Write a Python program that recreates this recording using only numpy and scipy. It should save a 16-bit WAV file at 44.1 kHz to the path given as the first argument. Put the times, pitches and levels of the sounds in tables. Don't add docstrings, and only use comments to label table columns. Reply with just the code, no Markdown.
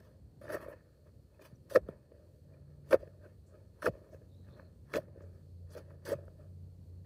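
import sys
import numpy as np
from scipy import signal
from scipy.fft import rfft, irfft
from scipy.io import wavfile
from scipy.ndimage import map_coordinates

SR = 44100
rng = np.random.default_rng(int(sys.argv[2]) if len(sys.argv) > 2 else 0)


def waveform_to_disk(signal):
    frames = np.transpose(np.atleast_2d(signal))
    scaled = np.clip(frames, -1, 1) * 32767
    samples = np.round(scaled).astype(np.int16)
    wavfile.write(sys.argv[1], SR, samples)


def nominal_scale(level):
    x = np.asarray(level, float) / 20
    return 10 ** x


N = 310905
T = np.arange(N) / SR

# mode_hz, width_hz, level_db
UPPER_MODES = [(835, 240, -0.5), (1002, 170, 3), (1237, 200, 2), (1776, 160, 3), (2242, 100, -7.5),
               (2540, 120, -8.5), (3130, 330, -24), (4000, 970, -27)]


def rms_one(x):
    return x / np.sqrt(np.mean(x ** 2) + 1e-30)


def in_time(rows):
    s, *columns = np.transpose(rows)
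    return [np.interp(T, s, c, -200, -200) for c in columns]


def butter(x, hz, kind, order=2):
    return signal.sosfilt(signal.butter(order, hz, kind, fs=SR, output="sos"), x)


def resonate(x, hz, width_hz):
    r = np.exp(-np.pi * width_hz / SR)
    top = [(1 - r * r) / 2, 0, (r * r - 1) / 2]
    return signal.lfilter(top, [1, -2 * r * np.cos(2 * np.pi * hz / SR), r * r], x)


def body(x, modes, grip=None):
    grip = np.ones(len(modes)) if grip is None else grip
    out = 0
    for k, (hz, width_hz, db) in enumerate(modes):
        out = out + (-1) ** k * nominal_scale(db) * resonate(x * grip[k], hz, width_hz)
    return out


def drift(rate_hz):
    knots = rng.standard_normal(int(N / SR * rate_hz) + 3)
    coarse = map_coordinates(knots, [T[::16] * rate_hz], order=3)
    return np.interp(T, T[::16], coarse)


def coloured(spectrum, white):
    hz, db = np.transpose(spectrum)
    bins_hz = np.maximum(np.arange(N // 2 + 1) * SR / N, 1)
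    gain = nominal_scale(np.interp(np.log(bins_hz), np.log(hz), db))
    return rms_one(irfft(rfft(white) * gain, N))


def narrow(hz, width_hz):
    once = resonate(rng.standard_normal(N), hz, width_hz)
    return rms_one(resonate(once, hz, width_hz))


def grit(per_s, spread_db):
    sizes = nominal_scale(spread_db * np.minimum(rng.exponential(1, N), 4)) * rng.choice([-1, 1], N)
    return rms_one(sizes * (rng.random(N) < per_s / SR)) + 1e-9


def burst(rows, fall=0.6):
    power = np.zeros(N + SR)
    ms = 1000 * np.arange(-SR // 50, SR // 50) / SR
    for s, db, hz, length_ms, *_ in rows:
        i = round(s * SR) - SR // 50
        half_ms = length_ms * np.where(ms > 0, fall, 1 - fall)
        power[i:i + len(ms)] += (nominal_scale(db) * 2 ** -(ms / half_ms) ** 2) ** 2
    power = power[:N]

    def since_silence(v):
        return v - np.maximum.accumulate(v * (power == 0))

    s, hz = np.transpose(sorted((row[0], row[2]) for row in rows))
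    phase = 2 * np.pi * np.cumsum(np.interp(T, s, hz)) / SR
    return np.sqrt(power), since_silence(phase), since_silence(T)


def pings(rows):
    out = np.zeros(N)
    ms = 1000 * np.arange(-SR // 25, SR // 25) / SR
    for s, db, hz, length_ms in rows:
        i = round(s * SR) - SR // 25
        swell = nominal_scale(db) * 2 ** -(2 * ms / length_ms) ** 2
        out[i:i + len(ms)] += swell * np.sin(2 * np.pi * hz * ms / 1000)
    return out


def open_air():
    # band_hz, density_db_per_hz
    air_spectrum = [(18, -34), (30, -18.5), (64, 5), (92, 6), (160, -10.5), (284, -16), (505, -11),
                    (606, -21.5), (921, -42.5), (3320, -40), (4310, -37), (5170, -40), (15500, -42)]
    return nominal_scale(-62.5 + 1.0 * drift(4.3)) * coloured(air_spectrum, rng.standard_normal(N))


def traffic():
    # time_s, level_db
    rumble_level = [(0, -64.5), (.3, -59), (.7, -57), (1.08, -64), (1.4, -68), (1.55, -57), (1.8, -49),
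                    (2.04, -66), (2.3, -62.5), (2.77, -61), (4.16, -60.5), (4.55, -57), (5.0, -57.5),
                    (5.25, -59.5), (6.87, -59.5), (7.05, -60.5)]
    rumble = rms_one(butter(butter(rng.standard_normal(N), 52, "high", order=4), 130, "low"))
    return rumble * nominal_scale(in_time(rumble_level)[0] - 2.5 + 2.0 * drift(6))


def wavering_line(hz, db):
    level = np.sqrt(2) * nominal_scale(db + 2.0 * drift(12))
    return level * np.sin(2 * np.pi * np.cumsum(hz * (1 + 0.012 * drift(8))) / SR)


def engines():
    # time_s, main_line_db, speed relative to cruising
    approach = [(0, -71, 1.1), (1, -78.5, 1.12), (2.2, -72, 1.1), (2.7, -60, 0.94), (3.15, -56.5, 1.035),
                (3.7, -64.5, 1.07), (4.4, -56.5, 1.01), (5, -63, .99), (5.25, -51.5, 0.98),
                (6.2, -52, 1.01), (7.05, -51, 0.99)]
    # line_hz, level_db at middle distance, swell_share
    engine_lines = [(56.5, -70.5, .4), (90.4, -62, 1), (177.3, -74, 0.59)]
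    # time_s, level_db
    motor_level = [(0, -68), (1.45, -75.5), (1.6, -61.5), (1.85, -73), (2.25, -78), (2.35, -65),
                   (2.9, -58.5), (3.2, -71.5), (4.4, -76), (5, -67), (6.2, -59.5), (7.05, -64)]
    main_db, speed = in_time(approach)
    middle_db = -60
    out = wavering_line(143, in_time(motor_level)[0])
    for hz, db, share in engine_lines:
        out = out + wavering_line(hz * speed, db + share * (main_db - middle_db))
    return out


def insects():
    # centre_hz, width_hz, level_db
    insect_bands = [(4290, 330, -92), (4620, 420, -95.5), (8560, 1100, -96.5)]
    return sum(nominal_scale(db + 1.4 * drift(2.2)) * narrow(hz, width_hz) for hz, width_hz, db in insect_bands)


def bird():
    # time_s, pitch_hz, level_db
    whistle = [(4.28, 3940, -92.5), (4.297, 3920, -81), (4.345, 3680, -78), (4.385, 4010, -82.5),
               (4.455, 3950, -76.5), (4.475, 4110, -87), (4.515, 4170, -74), (4.6, 4250, -78),
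               (4.67, 4260, -82), (4.72, 4280, -95)]
    # peak_s, peak_db, pitch_hz, length_ms
    cheeps = [
        (1.559, -81, 5840, 14),
        (4.352, -86, 5350, 12),
        (4.5, -83, 5480, 14),
        (4.52, -74, 3640, 55),
        (4.525, -82, 5500, 14),
    ]
    hz, db = in_time(whistle)
    blur = rms_one(butter(rng.standard_normal(N), 140, "low")) * nominal_scale(1.2 * drift(28))
    return blur * (nominal_scale(db) * np.sin(2 * np.pi * np.cumsum(hz) / SR) + pings(cheeps))


def background():
    return open_air() + traffic() + engines() + insects() + bird()


def thuds():
    # arrival_s, peak_db, centre_hz
    ground_waves = [(0.552, -54, 200), (1.527, -43, 152), (1.612, -55, 169.6), (1.66, -54.5, 130),
                    (1.769, -35, 136), (1.82, -39, 74), (1.889, -35.5, 255), (2.948, -39.5, 134.4),
                    (2.988, -41, 71.9), (3.892, -30, 180), (3.913, -41, 72.4), (4.99, -39, 172),
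                    (6.152, -35, 157)]
    out = np.zeros(N + SR)
    for s, db, hz in ground_waves:
        i = round(s * SR)
        cycles = T[:SR // 4] * hz
        wave = np.sin(2 * np.pi * cycles / (1 + 0.14 * cycles))
        out[i:i + len(cycles)] += nominal_scale(db + 11.5) * cycles * np.exp(-cycles / 0.59) * wave
    return out[:N]


def ticks():
    # start_s, level_db, centre_hz, length_s
    stems = [(.41, -67.5, 11500, .012), (0.505, -59, 13000, 0.045), (0.602, -63, 12000, 0.035),
             (0.681, -62.5, 12500, 0.027), (1.755, -52, 12000, .008), (1.885, -62, 3000, 0.0046),
             (1.886, -64, 11500, .003), (2.921, -56, 12980, .012), (3.46, -72, 7150, 0.036),
             (3.857, -58, 13000, .01), (4.108, -73, 5960, 0.036), (5.215, -73, 6040, 0.018),
             (5.699, -65, 5500, .02), (5.715, -65, 9000, .02), (5.902, -72, 12000, .003),
             (6.253, -71, 9000, 0.0024)]
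    # peak_s, peak_db, centre_hz
    chips = [(0.5249, -46, 13420), (0.5357, -51.0, 13320), (0.545, -50, 12980), (0.5495, -44, 13770),
             (0.556, -54, 5230), (1.7378, -61, 4220), (1.7464, -43, 13180), (1.751, -62, 4290),
             (1.7596, -38.5, 4200), (1.7657, -44.5, 4570), (2.911, -53.5, 4590), (2.9177, -61, 5320),
             (2.9256, -45, 12770), (2.9313, -37.5, 4640), (2.9393, -52, 4370), (3.8504, -52.5, 5420),
             (3.859, -47.5, 9500), (3.862, -47, 4770), (3.8685, -45, 4740), (3.8725, -49, 4620),
             (4.9385, -39, 4200), (4.958, -37.5, 3700), (4.9662, -40, 5960), (6.0526, -50, 4520),
             (6.0652, -54, 6150), (6.0779, -48, 9820), (6.09, -45, 12270), (6.1015, -54, 4750),
             (6.121, -60, 6220), (6.1254, -50, 4590)]
    chip_s = 0.002
    rows = stems + [(s - chip_s / 2, db + 2.0, hz, chip_s) for s, db, hz in chips]
    out = np.zeros(N + SR)
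    for s, db, hz, length_s in rows:
        i = round(s * SR)
        u = T[:SR // 4] / length_s
        noise = resonate(rng.standard_normal(SR // 4), hz, hz * 0.48)
        noise = rms_one(resonate(noise, hz, hz * 0.66))
        out[i:i + len(u)] += nominal_scale(db + 7.5) * u * np.exp(-2 * u) * noise
    return out[:N]


def grass():
    # band_hz, density_db_per_hz
    hiss_spectrum = [(1650, -28.5), (2800, -4.5), (3250, -3.5), (3500, -1.5), (3840, -10), (4270, 1),
                     (4930, -5.5), (5330, -4.5), (6290, -6.5), (6800, -12.5), (8200, -12), (10100, -6),
                     (11600, -13.5), (12700, -11.5), (15500, -8.5)]
    # mode_hz, width_hz, level_db
    edge_modes = [(4590, 120, -2.5), (6290, 100, -3), (7900, 150, -8.5), (10000, 370, -2), (12800, 220, -6)]
    grains = grit(per_s=11000, spread_db=1.5) + nominal_scale(-6.5) * grit(per_s=500, spread_db=7.0)
    noise = coloured(hiss_spectrum, grains) * nominal_scale(0.73 * drift(110))
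    edges_hz = np.geomspace(1500, 19500, 22)
    patches = 0
    for low_hz, high_hz in zip(edges_hz, edges_hz[1:]):
        patches = patches + nominal_scale(2.2 * drift(40)) * butter(noise, [low_hz, high_hz], "band")
    grip = [nominal_scale(2.0 * drift(28)) for mode in edge_modes]
    return rms_one(patches + nominal_scale(0.5) * body(noise, edge_modes, grip))


def effort():
    # contact_s, travel_s, force_db, edge bite relative_db, grass relative_db
    stabs = [
        (0.414, 0.076, -48, -12, -24.5),
        (0.489, 0.059, -32.5, -15.5, -32),
        (1.7, 0.043, -46, -8, -9),
        (1.753, 0.006, -22.5, -12, -23),
        (1.885, 0.0032, -42, -15.5, -46),
        (2.909, 0.029, -18.5, -16, -30),
        (3.821, 0.039, -35.5, -11.5, -21.5),
        (3.857, 0.018, -24, -23, -27.5),
        (4.935, 0.035, -27.5, -16, -22.5),
        (6.054, 0.072, -31, -17, -21.5),
    ]
    # peak_s, length_s, force_db, edge bite relative_db, grass relative_db
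    scrapes = [(.002, 0.017, -46, -16.5, -19.5), (0.048, 0.23, -60.5, -10.5, -14),
               (0.538, 0.091, -41.5, -5, -11), (0.62, 0.2, -49, -6, -22), (0.684, 0.14, -49, -5.5, -28),
               (0.725, 0.051, -52.5, -2, -38), (1.422, 0.059, -51, -10.5, -11),
               (1.454, 0.094, -58, -4, -2.5), (1.9, 0.13, -50.5, -13, -30), (2.899, 0.14, -59, -5.5, -9.5),
               (3.004, 0.31, -53, -16.5, -24), (3.805, 0.12, -61, -7.5, -15),
               (4.139, 0.065, -51.5, -14, -20.5), (4.919, 0.096, -56, -4, -12),
               (4.998, 0.096, -52, -11, -17), (5.738, 0.11, -54.5, -8, -7.5),
               (5.776, 0.07, -45, -10.5, -11.5), (6.091, 0.098, -51.5, -2, 0),
               (6.136, 0.091, -49, -11.5, -31)]
    # peak_s, length_s, force_db, brightness_db
    shifts = [(0.354, 0.16, -70, -11), (0.847, 1, -68, 6), (1.072, 0.064, -60, 6.5),
              (1.347, 0.17, -67.5, 12), (1.517, 0.11, -65, 7.5), (1.697, 0.078, -59, 8.5),
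              (2.005, 0.3, -73, 12), (2.167, 0.42, -59, -1.5), (2.544, 0.28, -60.5, 2),
              (2.713, 0.21, -65, 4.5), (3.249, 0.13, -53, 5), (3.552, 0.26, -59, 4), (3.95, 0.34, -55, 3),
              (4.056, 0.31, -57, 3), (4.22, 0.17, -60, -3), (4.489, 0.14, -62, 10.5),
              (4.581, 0.18, -55, 6.5), (5.091, 0.2, -61, -3), (5.21, 0.36, -57.5, 1.5),
              (5.352, 0.16, -64, 7), (5.629, 0.21, -68, -9.5), (5.854, .15, -62, 5),
              (5.913, 0.16, -54.5, 2), (6.19, 0.39, -54, -2), (6.407, 0.14, -57, 2.5),
              (6.55, 0.24, -77, -4), (6.948, 0.28, -73, -4), (7.048, .02, -64, 6)]
    # low_db, upper_db, hiss_db
    climb_db = (15.5, 4, 0)
    # low_db_per_s, upper_db_per_s, hiss_db_per_s
    entry_db_per_s = (4000, 9000, 3600)
    # low_s, upper_s, hiss_s
    hold_s = (0.0023, 0.0021, 0.0061)
    # low_db_per_s, upper_db_per_s, hiss_db_per_s
    stop_db_per_s = (899.5, 1098.5, 1299.5)
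    # low_db, upper_db, hiss_db
    rest_db = (-83, -102, -102)
    swell_db, rise_share = (13.5, 14.5, 22), 0.4

    def column(v):
        return np.array(v)[:, None]

    t = T[::16]
    db = column(rest_db) + 0 * t
    for s, travel_s, force_db, bite_db, grass_db in stabs:
        climb = column(climb_db) * np.minimum((t - s) / travel_s - 1, 0)
        stop = column(stop_db_per_s) * (s + travel_s + column(hold_s) - t)
        entry = column(entry_db_per_s) * np.minimum(t - s, 0)
        peak_db = force_db + column([0, bite_db, grass_db])
        db = np.maximum(db, peak_db + np.minimum(climb, stop) + entry)
    drags = scrapes + [(s, length_s, force_db, -18 + bright_db, -28.5 + bright_db)
                       for s, length_s, force_db, bright_db in shifts]
    for s, length_s, force_db, bite_db, grass_db in drags:
        away = np.maximum((s - t) / rise_share, (t - s) / (1 - rise_share)) / length_s
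        db = np.maximum(db, force_db + column([0, bite_db, grass_db]) - column(swell_db) * away)
    return [np.interp(T, t, nominal_scale(row + trim_db)) for row, trim_db in zip(db, (-3.5, -1.5, -0.5))]


def grinding():
    # mode_hz, width_hz, level_db
    low_modes = [(378, 150, -7.5), (524.3, 53, -2), (593, 72, -2)]
    low, upper, hiss = effort()
    low = np.minimum(low, nominal_scale(-32.5))
    low = np.roll(low, -round(0.0041 * SR))
    upper = np.minimum(upper, nominal_scale(-40))
    grains, sand = grit(per_s=760, spread_db=3.0), grit(per_s=2200, spread_db=3.5)
    grip = [nominal_scale(1.8 * drift(22)) for mode in UPPER_MODES]

    def dull(x):
        return butter(body(x, low_modes), 670, "low", order=6)

    def bright(x):
        return butter(body(x, UPPER_MODES, grip), 720, "high", order=4)

    low_ring = dull(low * grains) / np.std(dull(grains))
    upper_ring = bright(upper * sand) / np.std(bright(sand))
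    return low_ring + upper_ring + hiss * grass()


def jolts():
    # peak_s, peak_db, low ring pitch_hz, length_ms
    hits = [(0.4998, -37.5, 572.6, 7.5), (0.504, -35, 601, 7.3), (0.5189, -44, 515, 3.7),
            (0.53, -37, 555, 4), (0.5348, -35, 519, 4), (0.5468, -37, 534, 4), (0.5525, -27.5, 533, 2.2),
            (0.5576, -34, 560, 3.3), (0.5641, -41, 450, 2.6), (0.5733, -35, 607, 6), (0.686, -40, 500, 4.6),
            (1.7228, -36, 561.7, 7.1), (1.7555, -20.5, 553.2, 10), (1.7623, -10, 539.5, 6.5),
            (1.7705, -10.5, 469, 4.4), (1.779, -29, 553, 2.3), (1.8899, -31, 478, 3.5),
            (2.9147, -32, 510, 4.8), (2.9229, -32, 553, 4.5), (2.9322, -14, 556, 8.8),
            (2.9443, -11.5, 490, 4), (2.9488, -16.5, 549, 4.8), (2.9582, -23, 531, 2),
            (3.8305, -40, 582, 6.5), (3.8493, -36, 523, 6.3), (3.8563, -36, 444.6, 2.9),
            (3.8642, -15, 479, 2.7), (3.8725, -44, 512, 2.5), (3.8771, -20.5, 526, 5.8),
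            (3.8826, -19, 425, 1.5), (3.8898, -23, 580, 1.5), (3.8958, -42, 438.8, 2.6),
            (4.9406, -33.0, 542, 4.3), (4.9472, -35.5, 408, 2.2), (4.9514, -24, 501, 2.2),
            (4.9597, -29, 369, 3), (4.965, -34, 455, 7.8), (4.9697, -33, 534, 5.5), (4.9739, -43, 495, 2.9),
            (4.9859, -27.5, 607, 8.4), (5.7763, -43.5, 490, 5.8), (6.0755, -41, 520.8, 5.3),
            (6.0918, -35, 451, 4.6), (6.0964, -44, 455, 4.6), (6.1113, -41, 482, 2.3),
            (6.1176, -33, 418, 1.3), (6.1225, -20.5, 519, 4.9), (6.1311, -28, 602, 7.1),
            (6.1381, -31.5, 520, 8.7), (6.1448, -39, 616, 8.8)]
    # peak_s, peak_db, pitch_hz, length_ms, crack relative_db
    knocks = [(1.3968, -53, 581, 7.5, -2), (2.1202, -50, 487, 8.1, -9), (3.0339, -38.5, 566, 6.6, -34),
              (3.078, -44.5, 488, 5, -10), (3.9547, -44, 496, 3.3, -28), (4.1346, -49, 573, 6.5, -20),
              (4.1484, -42, 503, 3.8, -9), (4.2216, -50, 505, 3.5, -12), (4.5987, -49, 562, 7.2, 0.5),
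              (5.085, -47, 500, 3.2, -13), (5.1619, -45, 496, 3.8, -25), (5.1776, -45, 460, 3.55, -25),
              (5.2087, -44.5, 459, 3.4, -7), (5.2412, -43, 460, 4.7, -29), (5.907, -55.5, 532, 3, 2),
              (6.19, -46.5, 568, 7.3, -11), (6.2827, -44, 510, 2.6, -13)]
    # peak_s, peak_db, pitch_hz, length_ms, crack
    # relative_db
    more_knocks = [(.419, -45.5, 563, 10, -17), (.443, -40.5, 596, 7, -17), (.456, -39.5, 610, 6.5, -8),
                   (.638, -42.5, 618.5, 8.6, -21), (0.6663, -41, 557, 6, -20), (.686, -43, 541, 5.2, -21),
                   (.718, -48, 558, 6.6, -13), (0.739, -44, 526, 8.4, -12), (1.7152, -38, 556, 4.3, -19),
                   (1.781, -32, 593, 4, -33.5), (3.8873, -23.5, 567, 3.5, -37), (5.755, -39.5, 519.2, 4.5, -15),
                   (5.765, -38, 466, 5, -17)]
    # mode_hz, relative_db
    side_rings = [(345, -13.5), (625, -10.5)]
    # peak_s, peak_db, pitch_hz, length_ms
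    cracks = [(0.4816, -44, 1734, 3.1), (0.4973, -49, 1290, 2.6), (0.5022, -42, 1339, 2.7),
              (0.5147, -46, 1478, 1.3), (0.5201, -57, 1176, 1.4), (0.5257, -42, 1483, 2.9),
              (0.5333, -45, 1624, 1.4), (0.5383, -48, 1460, 1.8), (0.5432, -40, 1420, 2.5),
              (0.5498, -47, 1390, 1.7), (0.5568, -41, 1326, 3.9), (0.5634, -44, 1270, 1.3),
              (0.569, -41, 1103, 1.9), (0.606, -48, 1311, 3.3), (1.7501, -43, 1309, 2.6),
              (1.7592, -20.5, 1254, 3.2), (1.7648, -34, 1350, 2.5), (2.9114, -36.0, 1313, 3.9),
              (2.9164, -41, 1204, 1.6), (2.9296, -24, 1546, 1.9), (2.9451, -29, 1545, 1.4),
              (2.9526, -38.5, 1167, 2.4), (3.8228, -35.5, 1501, 2.42), (3.8282, -31.5, 1194, 2.4),
              (3.8407, -50, 1440, 1.9), (3.86, -27.5, 1624, 3.8), (3.8659, -22, 1333, 3.7),
              (3.8745, -37, 1050, 2.7), (3.8835, -38.5, 1050, 3.1), (4.939, -29.5, 2290, 2.5),
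              (4.9448, -38, 1737, 3.1), (4.9498, -38, 1694, 2.2), (4.9603, -36, 1490, 1.8),
              (4.9649, -39, 1150, 2.9), (4.9711, -37, 1420, 2.6), (4.9762, -47, 1570, 1.7),
              (4.9815, -47, 1010, 2.6), (6.0629, -54, 1321, 1.72), (6.0677, -48, 1400, 2.76),
              (6.0729, -46.5, 1715, 5.2), (6.077, -49, 1386, 1.8), (6.0839, -47, 1450, 1.6),
              (6.0943, -46, 1736, 1.5), (6.1132, -55, 1072, 2.2), (6.1195, -42.5, 1266, 2.5),
              (6.1243, -47.0, 1190, 1.4), (6.1305, -50, 1100, 1.5), (6.1398, -43, 1160, 2.8)]
    # peak_s, peak_db, pitch_hz,
    # length_ms
    splits = [(1.453, -54, 2430, 3), (1.7012, -50, 1660, 2.6), (1.71, -49, 1475, 3.7),
              (1.7575, -33, 1800, 4.7), (1.7606, -35.5, 2536, 4), (1.8883, -44, 1278, 2.5),
              (2.9255, -31, 1626, 2.6), (2.93, -27.5, 2635, 2.92), (2.9325, -22.5, 930, 2.2),
              (2.9366, -30, 1710, 3), (2.941, -36.5, 1490, 3), (3.8325, -43, 1500, 4),
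              (3.858, -40, 1537, 2.3), (3.8706, -34, 893, 3.7), (4.146, -56, 1754, 3.2),
              (4.598, -55, 1487, 2.8), (4.9385, -32, 1247, 2.4), (4.9575, -36.5, 2560, 3.3),
              (5.0835, -69, 1370, 1.8), (5.239, -61, 1484, 2.2), (5.905, -73, 1405, 2.9),
              (6.281, -52, 1395, 1.7)]
    crack_fall = 0.74

    swell, phase, age_s = burst(hits + knocks + more_knocks)
    side = sum(nominal_scale(db) * np.sin(2 * np.pi * hz * age_s) for hz, db in side_rings)
    ring = nominal_scale(-1.0) * swell * (np.sin(phase) + side)
    ring = np.roll(butter(ring, 740, "low", order=6), -76)

    snap, snap_phase, _ = burst([(s - 0.0004, *rest) for s, *rest in cracks], crack_fall)
    split, split_phase, _ = burst([(s - 0.0004, *rest) for s, *rest in splits], crack_fall)
    crack = snap * np.sin(snap_phase) + split * np.sin(split_phase)

    ahead = [(s - 0.0025, db + crack_db + 6.0, hz, 2.5) for s, db, hz, length_ms, crack_db in knocks + more_knocks]
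    noise = rng.standard_normal(N)

    def rattle(gain):
        shaken = np.roll(gain, -30) * noise + 1e-18
        return butter(body(shaken, UPPER_MODES), 780, "high", order=4)

    return ring + nominal_scale(-2.5) * crack + rattle(nominal_scale(7.0) * snap + burst(ahead, crack_fall)[0])


def blade_pings():
    # peak_s, peak_db, pitch_hz, length_ms
    notes_sung = [
        (1.35, -76, 2540, 9),
        (1.42, -62, 2440, 9),
        (1.434, -69, 1740, 5.1),
        (2.542, -73.5, 2400, 10),
        (1.466, -70, 4540, 7),
        (3.245, -61.5, 1570, 11),
        (3.262, -60, 1510, 6.8),
        (3.55, -70, 1260, 22),
    ]
    return pings(notes_sung)


def ground(x):
    # centre_hz, width_hz
    notches = [(745, 97), (2030, 86), (3860, 150)]
    for hz, width_hz in notches:
        x = x - resonate(x, hz, width_hz)
    return x


def scene():
    shovel = ground(grinding() + jolts() + blade_pings())
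    return (shovel + thuds() + ticks() + background())[None]


def band_limit(x):
    return signal.sosfilt(signal.butter(12, 15720, fs=SR, output="sos"), x)


def record(dry):
    top_cut = signal.cheby2(24, 60, 15830, fs=SR, output="sos")
    mix = signal.sosfilt(top_cut, butter(dry, 54, "high", order=5))
    return band_limit(mix)


dry = scene()
out = record(dry)
waveform_to_disk(out)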